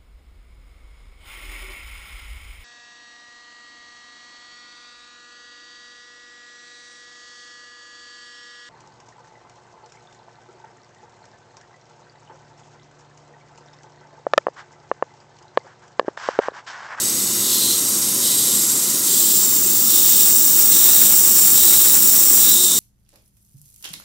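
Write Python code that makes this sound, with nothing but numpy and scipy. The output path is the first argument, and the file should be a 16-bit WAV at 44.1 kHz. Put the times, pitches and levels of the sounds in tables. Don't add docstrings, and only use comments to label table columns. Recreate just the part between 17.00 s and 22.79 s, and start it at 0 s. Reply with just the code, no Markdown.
import sys
import numpy as np
from scipy import signal
from scipy.fft import rfft, irfft, next_fast_len
from scipy.io import wavfile
from scipy.ndimage import map_coordinates

SR = 44100
rng = np.random.default_rng(int(sys.argv[2]) if len(sys.argv) > 2 else 0)


def dump_mix(stems):
    frames = np.atleast_2d(stems).T
    limited = np.clip(frames, -1, 1)
    pcm = np.round(limited * 32767).astype(np.int16)
    wavfile.write(sys.argv[1], SR, pcm)


N = 255339
TIME = np.arange(N) / SR

# opens_s, shuts_s, opening_s, hiss_db, ring_hz, ring_width_hz, ring_db, build_s,
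# leak_dip_db, leak_rise_db, leak_surge_db
STROKES = [(0.33, 0.785, .17, -22.3, 4050, 380, -25.7, .36, 5.5, 0, 1.5),
           (1.197, 1.605, .03, -24, 3880, 450, -32.3, 0.042, 3, 3.6, 2),
           (2.03, 2.44, 0.038, -24, 3660, 340, -43, .05, 8, 3.2, 6),
           (2.861, 3.27, .04, -22.7, 3750, 340, -31, .08, 0, 1.2, 4.5),
           (3.7, 4.121, .02, -27.5, 3794, 400, -28.7, 0.026, 2, .8, 4),
           (4.54, 4.95, 0.021, -23.8, 3802, 360, -28, .03, 1.5, 1.1, 2.5),
           (5.365, 5.8, .04, -26.5, 3774, 400, -25.2, .09, 0, 1, 8)]


def from_db(db):
    return 10 ** (np.asarray(db) / 20)


def unit_power(x):
    return x / np.sqrt(np.mean(x ** 2) + 1e-20)


def in_time(rows):
    times_s, *columns = np.transpose(rows)
    return [np.interp(TIME, times_s, column) for column in columns]


def bump(at_s, half_s):
    return np.exp(-((TIME - at_s) / half_s) ** 2)


def drift(rate_hz):
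    step, run_in = 40, 2000
    pole = np.exp(-2 * np.pi * rate_hz * step / SR)
    white = rng.standard_normal(N // step + run_in + 2)
    slow = signal.lfilter([1], [1, -2 * pole, pole * pole], white)[run_in:]
    return np.interp(np.arange(N) / step, np.arange(len(slow)), unit_power(slow))


def coloured(spectrum):
    size = next_fast_len(N)
    hz, db = np.transpose(spectrum)
    bins_hz = np.maximum(np.arange(size // 2 + 1) * SR / size, 1)
    gain = from_db(np.interp(np.log(bins_hz), np.log(hz), db))
    return unit_power(irfft(rfft(rng.standard_normal(size)) * gain, size)[:N])


def resonance(hz, width_hz):
    step, run_in = 4, 4000
    lowpass = signal.butter(2, np.clip(width_hz / 2, 1, 2000), fs=SR / step, output="sos")
    slow = signal.sosfilt(lowpass, rng.standard_normal((2, N // step + run_in + 2)))[:, run_in:]
    in_phase, quadrature = (np.interp(np.arange(N) / step, np.arange(len(part)), part) for part in slow)
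    phase = 2 * np.pi * (np.cumsum(hz * np.ones(N)) / SR % 1)
    return unit_power(in_phase * np.cos(phase) + quadrature * np.sin(phase))


def radiate(modes, turn):
    return sum(from_db(front_db + turn * (side_db - front_db)) * resonance(hz, width_hz)
               for hz, width_hz, front_db, side_db in modes)


def delayed(x, lag_ms):
    return map_coordinates(x, [np.arange(N) - lag_ms * SR / 1000], order=2, mode="mirror")


def drone(turn, roar_db=-35):
    # frequency_hz, density_db
    roar = [(30, -41), (70, -31), (92, -21), (104, -8), (155, -8), (185, -0.5), (290, 0), (390, -4),
            (450, -6.5), (550, -7), (610, -13), (850, -14), (1700, -16), (3200, -20)]
    # pitch_hz, width_hz, front_db, side_db
    modes = [(115, 9.5, -51, -56), (142.4, 9, -48.5, -57.5), (201.2, 18.5, -43.5, -46.5),
             (254.6, 16, -46, -54), (332, 11.3, -46, -44.5), (361, 10, -49, -45), (393.4, 12, -48.5, -50.5),
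             (1025, 45, -51, -52), (1250, 410, -46.5, -43.5), (2000, 215, -46.5, -56)]
    treble_tail = [(6000, -38), (12000, -50)]
    return from_db(roar_db) * coloured(roar + treble_tail) + radiate(modes, turn)


def reflections(x, bench_ms, bench_db=-17, wall_db=-11.0, wall_ms=4.3):
    sway_ms = .04 * drift(.8)
    return x + from_db(bench_db) * delayed(x, bench_ms) + from_db(wall_db) * delayed(x, wall_ms + sway_ms)


def port_opening(opens_s, shuts_s, opening_s, closing_s):
    ramp = np.clip((TIME - opens_s) / opening_s, 0, 1)
    return ramp * (1 - np.tanh((TIME - shuts_s) / closing_s)) / 2


def exhaust(closing_s=.032, sag_db=2.9):
    # frequency_hz, density_db
    spectrum = [(2300, -26.5), (2900, -7), (3500, 0.5), (4400, -1), (5000, 0), (5700, -2), (7000, -4.5),
                (9000, -7), (14000, -5)]
    out, hiss = np.zeros(N), coloured(spectrum)
    for opens_s, shuts_s, opening_s, hiss_db, ring_hz, width_hz, ring_db, build_s, *_ in STROKES:
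        emptied = np.clip((TIME - opens_s - opening_s) / (shuts_s - opens_s), 0, 1)
        puff = from_db(hiss_db) * port_opening(opens_s, shuts_s, opening_s, closing_s) * hiss
        ring_gain = from_db(ring_db) * port_opening(opens_s, shuts_s, build_s, closing_s)
        out += from_db(-sag_db * emptied) * (puff + ring_gain * resonance(ring_hz, width_hz))
    return out


def valve_cycle(dip_lead_s=.055):
    dips_db, rises_db, surges_db, is_open = np.zeros((4, N))
    for opens_s, shuts_s, opening_s, *_, dip_db, rise_db, surge_db in STROKES:
        swell = port_opening(opens_s, shuts_s, opening_s=.07, closing_s=.045)
        dips_db += dip_db * bump(opens_s + opening_s / 2 - dip_lead_s, half_s=.045)
        rises_db += rise_db * swell
        surges_db += surge_db * bump(shuts_s, half_s=.016)
        is_open += swell
    return rises_db + surges_db - dips_db, is_open, surges_db


def rush(turn, pressure_db, level_db=-24.5, pressure_share=.18):
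    # frequency_hz, density_db
    spectrum = [(1500, -34), (2500, -13.5), (3100, -13), (3700, -8), (4300, -3), (5200, -2), (6300, 0.5),
                (7200, -0.5), (9000, 0), (10000, -12), (12000, -4), (13400, -10), (15500, -7.5)]
    # pitch_hz, width_hz, front_db, side_db
    modes = [(2969, 350, -46, -42), (3734, 385, -38, -35), (4736, 790, -37, -42), (5678, 600, -35, -24.5),
             (6667, 510, -31.5, -30), (7634, 640, -36, -22), (8554, 560, -31, -25.5)]
    return from_db(level_db + pressure_share * pressure_db) * coloured(spectrum) + radiate(modes, turn)


def jet(turn, pressure_db, width_hz=380, wander_db=.3, upper_share=.75):
    # time_s, lower_db, upper_db
    levels = [(0, -38, -26.5), (.85, -28, -28), (1.15, -33.5, -27.5), (1.7, -24.5, -26.5),
              (1.92, -26, -29.5), (2.15, -26.5, -23), (2.42, -23.5, -30.5), (3.5, -25.5, -21.5),
              (4.5, -20.3, -21), (5.79, -24.5, -22.5)]
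    unsettled = (1 - np.tanh((TIME - .55) / .1)) / 2
    lower_hz = 7470 - 190 * turn
    upper_hz = 8210 - 340 * unsettled
    return sum(from_db(db + share * pressure_db + wander_db * drift(5)) * resonance(hz, width_hz)
               for db, hz, share in zip(in_time(levels), (lower_hz, upper_hz), (1, upper_share)))


def spray(turn, is_open, open_db=1.4):
    # time_s, gain_db
    gains = [(0, -26), (.45, -24.5), (1.55, -22.5), (2.75, -24.5), (3.5, -23), (4.5, -19.5), (5.3, -20),
             (5.79, -23.5)]
    # pitch_hz, width_hz, front_db, side_db
    modes = [(9455, 720, -9.5, -8.5), (10560, 420, -9, -7), (11270, 480, -8, -6), (12076, 390, -6, -5.5),
             (12610, 460, -9.5, -7.5), (13680, 440, -19, -9.5)]
    return from_db(in_time(gains)[0] + open_db * is_open) * radiate(modes, turn)


def beam(turn, is_open, surge_db, open_db=.8, top_db=.8, top_side_db=4.5, surge_share=.9):
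    # time_s, level_db
    aim = [(0, -38), (.8, -34.5), (1.45, -40), (2.0, -28.5), (2.21, -20), (2.77, -18), (3.0, -15.5),
           (3.75, -13.7), (5.5, -13.7), (5.68, -23)]
    # frequency_hz, density_db
    shrill_band = [(13700, -44), (14150, -11), (14450, -2.5), (15100, -3), (15700, 0.5), (16300, -40)]
    # frequency_hz, density_db
    top_band = [(15900, -57), (16500, -4.5), (19000, -2), (20000, -40)]
    beam_db = in_time(aim)[0] + open_db * is_open
    top_band_db = beam_db + top_db + top_side_db * turn + surge_share * surge_db
    return from_db(beam_db) * coloured(shrill_band) + from_db(top_band_db) * coloured(top_band)


def leak(turn):
    pressure_db, is_open, surge_db = valve_cycle()
    return (rush(turn, pressure_db) + jet(turn, pressure_db)
            + spray(turn, is_open) + beam(turn, is_open, surge_db))


def scene(flutter_db=.42, sputter_db=.5, hiss_db=-.1):
    # time_s, turn (0 in front of the engine, 1 at its side), bench_echo_ms
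    path = [(0, 0, 1.3), (.4, 0.055, 1.05), (.75, 0.36, 1.27), (1.5, .05, 1.26), (2.3, 0.28, 1.23),
            (2.8, .32, 1.5), (2.95, .84, 1.36), (3.55, .7, 1.335), (3.8, .89, 1.36), (5.45, .89, 1.23),
            (5.79, 0.6, 1.4)]
    turn, bench_ms = in_time(path)
    supply = from_db(hiss_db + flutter_db * drift(23) + sputter_db * drift(120))
    engine = supply * (leak(turn) + exhaust())
    mono = reflections(engine, bench_ms) + drone(turn)
    return np.stack([mono, mono])


def record(dry, ceiling=.92, knee=8, cutoff_hz=15760):
    flattened = dry / (1 + np.abs(dry / ceiling) ** knee) ** (1 / knee)
    lowpass = signal.ellip(12, .05, 60, cutoff_hz, fs=SR, output="sos")
    return signal.sosfiltfilt(lowpass, flattened, padtype="even")


dry = scene()
out = record(dry)
dump_mix(out)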